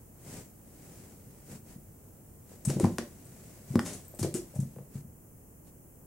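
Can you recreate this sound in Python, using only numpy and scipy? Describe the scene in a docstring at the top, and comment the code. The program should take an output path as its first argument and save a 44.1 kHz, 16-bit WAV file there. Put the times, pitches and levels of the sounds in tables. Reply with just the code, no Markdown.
"""A quiet carpeted room at night, where a cat pounces after a small toy beside a cardboard box.
Paws thud on the floor and knock the hollow box: both are struck modes with a noisy shudder.
Claws rip the carpet in filtered noise grains and tick on card as noise snaps that ring; a collar tag tinkles.
Clothes and the cat's coat rustle in swells of noise, the clothes near the hand-held camera.
Shaped noise makes the low room tone and microphone hiss; steady sines make a faint whine and two low hums."""
import sys
import numpy as np
from scipy import signal
from scipy.fft import rfft, irfft
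from scipy.io import wavfile
from scipy.ndimage import uniform_filter1d

SR = 44100
rng = np.random.default_rng(int(sys.argv[2]) if len(sys.argv) > 2 else 0)


def waveform_to_disk(signal):
    """Save audio, clipped to [-1, 1], as 16-bit WAV at the path in sys.argv[1]."""
    frames = np.transpose(np.atleast_2d(signal))
    scaled = np.clip(frames, -1, 1) * 32767
    samples = np.round(scaled).astype(np.int16)
    wavfile.write(sys.argv[1], SR, samples)


N = 267510
T = np.arange(N) / SR
RING = T[:SR // 3]  # time axis of one short sound, s

# Event levels are those of the dry sound, before panning and echo.
# Soft footfalls, the camera holder's two first and then the cat's:
# start_s, level_db (peak), pitch_hz (strongest), second_db (second foot against the first)
FOOTFALLS = [(1.528, -39.5, 194, -24), (1.756, -37.5, 151, -28), (2.67, -18, 128, -14),
             (2.76, -21.5, 165, -2.5), (2.833, -20, 85, -9), (3.701, -27, 137, -20),
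             (3.755, -26, 101.4, -19), (4.209, -22.5, 97, -5.5), (4.555, -30, 119, -6),
             (4.586, -21.5, 134, -6.5), (4.764, -36.5, 139, -2.5), (4.950, -31, 138, -18),
             (5.006, -42.5, 134, 1.5)]
# Blows on the box: start_s, level_db (peak), pitch_hz (strongest)
BOX_BLOWS = [(2.510, -43, 480), (2.695, -24.5, 284), (2.702, -28, 500), (2.766, -26, 410),
             (2.796, -24.5, 557), (2.806, -18.5, 392), (2.833, -15.5, 191), (2.845, -14.5, 255),
             (2.844, -21.5, 843), (2.867, -27, 392), (2.987, -26, 274), (2.984, -28, 540),
             (3.739, -28.5, 267), (3.756, -9.5, 234), (3.757, -27.5, 380), (4.135, -39.5, 520),
             (4.192, -32.5, 273), (4.229, -25, 340), (4.245, -20.5, 415), (4.342, -26.5, 179),
             (4.351, -22, 342), (4.390, -35.5, 340), (4.536, -42, 556), (4.558, -40, 594),
             (4.759, -41, 487), (4.783, -39.5, 480)]
# Claws and toy ticking on card:
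# start_s, level_db (snap peak, roughly), pitch_hz (card ring), ring_db (against the snap), snap_t60_ms
CARD_TICKS = [(2.701, -27, 1700, -6.5, 23), (2.7992, -25, 8750, 1, 7.3), (2.842, -33, 1120, 6, 21),
              (2.8555, -30, 3000, -9, 7.1), (2.984, -22, 1480, 2, 18), (3.756, -29.5, 1050, 7.5, 19),
              (3.7934, -27.5, 760, 7.5, 11), (3.7928, -30.5, 1830, 11.5, 19), (4.229, -25, 4070, -11, 28),
              (4.3415, -38.5, 9300, 16.5, 11), (4.762, -55, 700, 6, 6), (4.786, -53.5, 700, 8, 6.6)]
# Claws dragged through the carpet:
# start_s, level_db (rms of the rip at its height), rise_ms, fade_t60_ms, rub_db (dull pile rub against the rip)
CARPET_SCUFFS = [(2.651, -39, 0.62, 62, -3), (2.679, -46.5, 5.1, 315, 4.5), (2.793, -49.5, 7.9, 400, 3.5),
                 (2.990, -58.5, 4.2, 100, 12.5), (3.800, -55.5, 5, 600, -5), (3.846, -46.5, 16, 350, 3.5),
                 (3.931, -45.5, 3.4, 65, -1.5), (4.188, -41, 5.5, 164, -4), (4.228, -46, 3.8, 124, 4.5),
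                 (4.340, -39, 8.4, 130, -2.5), (4.547, -54, 6.8, 170, -6), (4.599, -48.5, 5, 51, -10)]
# Taps of the collar tag: start_s, level_db (peak), pitch_hz (strongest)
TAG_TAPS = [(2.65, -34, 7830), (2.655, -26, 8400), (3.253, -46.5, 10800), (4.051, -47, 8600),
            (4.081, -43, 12400), (4.148, -41.5, 11100)]

# Resonances of floor, box, metal tag and stiff card under a hard tip: pitch_hz, level_db (relative), t60_s
FLOOR_MODES = [(80, -29, .06), (101.2, 4.5, 0.129), (134.2, 11, 0.096), (146, -2, 0.5), (172, -3, 0.02),
               (188, 11, 0.13), (225, 2, 0.42), (340, -1, .03)]
BOX_MODES = [(167, -5, 0.1), (190, 11, 0.09), (234.2, 10, 0.097), (327.7, 2.5, 0.12), (351.6, 6, 0.083),
             (426, -10, 0.094), (485, 0, 0.06), (581, 2, 0.12), (690, -25, 0.078), (711, -2, 0.13),
             (800, 12.5, 0.029), (890, 23, 0.0093), (1060, 15, 0.045)]
TAG_MODES = [(7830, -5, 0.021), (8400, -25, .04), (8650, -14, 0.067), (9000, -30, .03), (13160, -18, 0.036)]
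CARD_MODES = [(826, 9.5, 0.024), (1065, 15.5, 0.012), (1440, 8, 0.014), (1820, 5.5, 0.013),
              (2380, 3.5, 0.0094), (4320, -20, 0.016), (5240, 0, 0.0037), (7640, -17, 0.0061),
              (8900, -2, 0.0029), (9540, -8, 0.009)]

# Single rubs of the holder's sleeves: middle_s, level_db (relative to the other rubs), length_s
SLEEVE_RUBS = [(.345, -51.5, 0.18), (.95, -61.5, 0.42), (1.38, -71, 0.23), (1.53, -55.5, 0.1),
               (1.712, -60.5, 0.089)]
# Single brushes of the cat's coat: middle_s, level_db (relative to the other brushes), length_s
COAT_BRUSHES = [(2.525, -57.5, 0.083), (3.48, -63, .28), (3.73, -55.5, 0.094), (4.97, -55.5, .09),
                (5.68, -61.5, 0.057)]

# Noise spectra of rubbing cloth, ripping claws, rubbed pile, a snap on card and the room:
# frequency_hz, level_db (relative, per Hz)
CLOTH_SPECTRUM = [(40, -15), (160, 4.5), (380, -5), (700, -11), (1100, -19.5), (2200, -18.5), (3600, -25),
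                  (8000, -14), (12000, -22), (16000, -30)]
CLAW_SPECTRUM = [(1000, -31), (3500, -32), (5500, -7), (7300, 0), (8500, 1.5), (10500, -3.5), (13000, -12),
                 (16000, -28)]
PILE_SPECTRUM = [(25, -22), (90, 2), (250, -1), (550, -7), (1100, -13.5), (2200, -14.5), (4000, -17.5),
                 (7000, -13.5), (14000, -73)]
SNAP_SPECTRUM = [(100, -33), (400, 2), (900, 2.5), (2200, 3), (3300, -6.5), (4500, 6), (6000, 4), (8500, 7),
                 (12000, -2), (16000, -24)]
ROOM_SPECTRUM = [(12, -54), (20, -11), (92, -1), (148, -3.5), (175, -6), (245, -7.5), (315, -10.5),
                 (549, -16), (597, -18), (705, -20.5), (1200, -28.5), (3080, -40), (3750, -50.5),
                 (6910, -28.5), (15500, -25)]
# Tone of the room's echo: frequency_hz, level_db (relative)
ECHO_SPECTRUM = [(50, 3), (200, -1.5), (500, 1.5), (900, -3.5), (1500, -3), (4000, 0), (8500, -2.5),
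                 (16000, 2)]
# Steady tones of household electrics: pitch_hz, level_db (rms)
ELECTRIC_TONES = [(48.4, -89), (96.9, -84), (15735, -76)]

ROOM_TONE_DB = -53  # rms
TOP_HZ = 15950
SECOND_FOOT_S, SECOND_FOOT_HZ = 0.038, 149.5  # delay after the first foot, and pitch
PUSH_CYCLES = 1.16  # a soft foot pushes for about one swing of the floor
# Contact time of a blow of this strength; it halves for each HALVING_DB harder.
CONTACT_MS, CONTACT_AT_DB, HALVING_DB = 1.99, -10, 16.5
# Faint rubbing until the holder stands still.
SLEEVE_REST_DB, HOLDER_STILL_S = -67.5, 3.66
# The coat brushes all through the chase, easing in and out.
CHASE_START_S, CHASE_END_S, CHASE_EASE_S, CHASE_DB = 2.45, 4.97, 0.38, -58


def undb(db):
    """Turn decibels into gain."""
    return 10 ** (np.asarray(db) / 20)


def unit(x):
    """Scale to rms 1."""
    return x / np.sqrt(np.mean(x ** 2))


def add(track, start_s, sound):
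    """Mix a sound into a track at its start time."""
    i = int(start_s * SR)
    track[..., i:i + sound.shape[-1]] += sound[..., :N - i]


def colour(x, spectrum):
    """Filter by a spectrum, joining its points on a log frequency scale."""
    hz, db = np.transpose(spectrum)
    f = np.fft.rfftfreq(x.shape[-1], 1 / SR)
    gain = undb(np.interp(np.log(f + 1), np.log(hz), db))
    return irfft(rfft(x) * gain, x.shape[-1])


def diffuse(size, apart_hz):
    """Noise from all round: alike at both microphones in the bass, unrelated well above apart_hz."""
    mid, side = rfft(rng.standard_normal((2, size)))
    alike = 1 / (1 + (np.fft.rfftfreq(size, 1 / SR) / apart_hz) ** 2)
    mid = mid * np.sqrt(1 + alike)
    side = side * np.sqrt(1 - alike)
    return unit(irfft(np.array([mid + side, mid - side]), size))


def pan(x, left_db):
    """Place a sound between the microphones, the left louder than the right by left_db."""
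    return x * undb(np.array([[left_db], [-left_db]]) / 2)


def attack(rise_ms):
    """Straight rise from silence to full level."""
    return np.minimum(RING * 1000 / rise_ms, 1)


def decay(t60_s):
    """Exponential decay, 60 dB in t60_s."""
    return undb(-60 * RING / t60_s)


def ring(modes, hz, rise_ms, focus_db):
    """One blow, peak 1: the spot that is hit favours modes near hz, the others lose focus_db an octave."""
    f, db, t60_s = np.transpose(modes)[:, :, None]
    weight = undb(db - focus_db * np.abs(np.log2(f / hz)))
    # all modes are in step at the end of the push
    swings = np.sin(2 * np.pi * f * (RING - rise_ms * 1e-3))
    sound = np.sum(weight * swings * decay(t60_s), axis=0)
    # the push builds smoothly
    sound *= np.sin(np.pi / 2 * attack(rise_ms)) ** 2
    return sound / np.abs(sound).max()


def blows(rows, modes, focus_db, shudder_db, shudder_t60):
    """Every blow on one object: its modes ring, and a noisy shudder spreads around the same pitch."""
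    out = np.zeros(N)
    for start_s, db, hz, rise_ms in rows:
        edges_hz = [hz * 0.7, min(hz * 1.5, SR / 2 - 1000)]
        band = signal.butter(2, edges_hz, "band", fs=SR, output="sos")
        shudder = unit(signal.sosfilt(band, rng.standard_normal(len(RING))))
        shudder *= attack(rise_ms) * decay(shudder_t60)
        blow = ring(modes, hz, rise_ms, focus_db) + undb(shudder_db) * shudder
        add(out, start_s, undb(db) * blow)
    return out


def swells(rows):
    """Each rub gathers speed and slows again in one bell-shaped swell."""
    return sum(undb(db) * np.exp(-(2 * (T - middle_s) / length_s) ** 2) for middle_s, db, length_s in rows)


def room(x, wet_db, t60=0.26, gap_s=0.0029):
    """Walls close by return a short diffuse tail after a small gap."""
    tail = diffuse(len(RING), apart_hz=1270) * decay(t60)
    tail *= np.clip(RING / gap_s - 1, 0, 1)
    energy = np.sum(tail ** 2) / 2  # of one channel
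    tail = colour(tail / np.sqrt(energy), ECHO_SPECTRUM)
    return undb(wet_db) * signal.fftconvolve(x[None], tail, axes=1)[:, :N]


def background():
    """Shaped diffuse noise for low room noise and microphone hiss, with faint electrical sine tones."""
    air = unit(colour(diffuse(N, apart_hz=417), ROOM_SPECTRUM))
    tones = sum(undb(db) * np.sqrt(2) * np.sin(2 * np.pi * hz * T) for hz, db in ELECTRIC_TONES)
    return undb(ROOM_TONE_DB) * air + tones


def sleeve_force():
    """Sleeves shift in single rubs over a faint rubbing that dies away over its last second."""
    rest = undb(SLEEVE_REST_DB) * np.clip(HOLDER_STILL_S - T, 0, 1)
    return undb(7) * swells(SLEEVE_RUBS) + rest


def coat_force():
    """The coat brushes along box and carpet, steadily in the chase and in single swells."""
    chase = np.clip(np.minimum(T - CHASE_START_S, CHASE_END_S - T) / CHASE_EASE_S, 0, 1)
    return undb(2) * swells(COAT_BRUSHES) + undb(CHASE_DB) * chase


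def rustle():
    """Sleeves and coat rub with a force that keeps catching slightly, heard as soft cloth noise."""
    wander = unit(uniform_filter1d(rng.standard_normal(N), size=250))
    catching = undb(1.2 * wander)
    cloth = unit(colour(diffuse(N, apart_hz=1500), CLOTH_SPECTRUM))
    return (sleeve_force() + coat_force()) * catching * cloth


def footfalls():
    """Feet land in pairs, the second usually lighter and just after the first; the floor modes ring."""
    second_rise_ms = 1000 * PUSH_CYCLES / SECOND_FOOT_HZ
    rows = []
    for start_s, db, hz, second_db in FOOTFALLS:
        rows.append((start_s, db, hz, 1000 * PUSH_CYCLES / hz))
        rows.append((start_s + SECOND_FOOT_S, db + second_db, SECOND_FOOT_HZ, second_rise_ms))
    return blows(rows, FLOOR_MODES, focus_db=22, shudder_db=-10, shudder_t60=0.1)


def knocks():
    """The hollow box rings under each hit: the harder the cat hits it, the shorter the contact."""
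    rows = []
    for start_s, db, hz in BOX_BLOWS:
        contact_ms = CONTACT_MS * 2 ** ((CONTACT_AT_DB - db) / HALVING_DB)
        rows.append((start_s, db, hz, contact_ms))
    return blows(rows, BOX_MODES, focus_db=32, shudder_db=-18, shudder_t60=0.14)


def thumps(low_hz=45):
    """Floor and box together; neither radiates the deepest bass."""
    bass_cut = signal.butter(2, low_hz, "high", fs=SR, output="sos")
    return signal.sosfiltfilt(bass_cut, footfalls() + knocks())


def tag():
    """The small metal tag taps its ring as the cat moves, and its high modes ring briefly."""
    rows = [(start_s, db, hz, 0.3) for start_s, db, hz in TAG_TAPS]
    return blows(rows, TAG_MODES, focus_db=40, shudder_db=-18, shudder_t60=0.037)


def fibres(rate):
    """Countless fibres letting go at random, rate a second."""
    return rng.standard_normal(N) * (rng.random(N) < rate / SR)


def scuffs():
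    """Claws catch the carpet loops in a bright rip while the pad rubs the pile."""
    rip_force, rub_force = np.zeros(N), np.zeros(N)
    ms = RING * 1000
    for start_s, db, rise_ms, fade_ms, rub_db in CARPET_SCUFFS:
        fade = undb(db - 60 * np.maximum(ms - rise_ms, 0) / fade_ms)
        stroke = attack(rise_ms) * fade
        add(rip_force, start_s, stroke)
        add(rub_force, start_s, stroke * undb(rub_db))
    rip = rip_force * unit(colour(fibres(rate=14000), CLAW_SPECTRUM))
    rub = rub_force * unit(colour(fibres(rate=6000), PILE_SPECTRUM))
    return rip, rub


def ticks():
    """A hard tip snaps on card in a noise burst, and the card rings for a few milliseconds."""
    out = np.zeros(N)
    for start_s, db, hz, ring_db, t60_ms in CARD_TICKS:
        noise = unit(colour(rng.standard_normal(len(RING)), SNAP_SPECTRUM))
        snap = noise * decay(t60_ms / 1000) / 2  # halved so its peaks come near 1
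        card = ring(CARD_MODES, hz, rise_ms=0.23, focus_db=15.0)
        add(out, start_s, undb(db) * (snap + undb(ring_db) * card))
    return out


def scene():
    """Mix all layers; the brightest sounds reach the left microphone more strongly."""
    rip, rub = scuffs()
    dull = thumps()
    sharp = ticks()
    bright = rip + tag()
    direct = pan(dull, left_db=1.75) + pan(sharp + rub, left_db=3.0) + pan(bright, left_db=10.0)
    echo = room(dull, wet_db=-4.0) + room(sharp, wet_db=-4.5) + room(bright + rub, wet_db=2.0)
    return direct + echo + pan(rustle(), left_db=1.4) + background()


def record(dry):
    """The camera cuts the top with a steep low-pass."""
    top_cut = signal.ellip(10, 0.05, 60, TOP_HZ, fs=SR, output="sos")
    return signal.sosfiltfilt(top_cut, dry)


dry = scene()
out = record(dry)
waveform_to_disk(out)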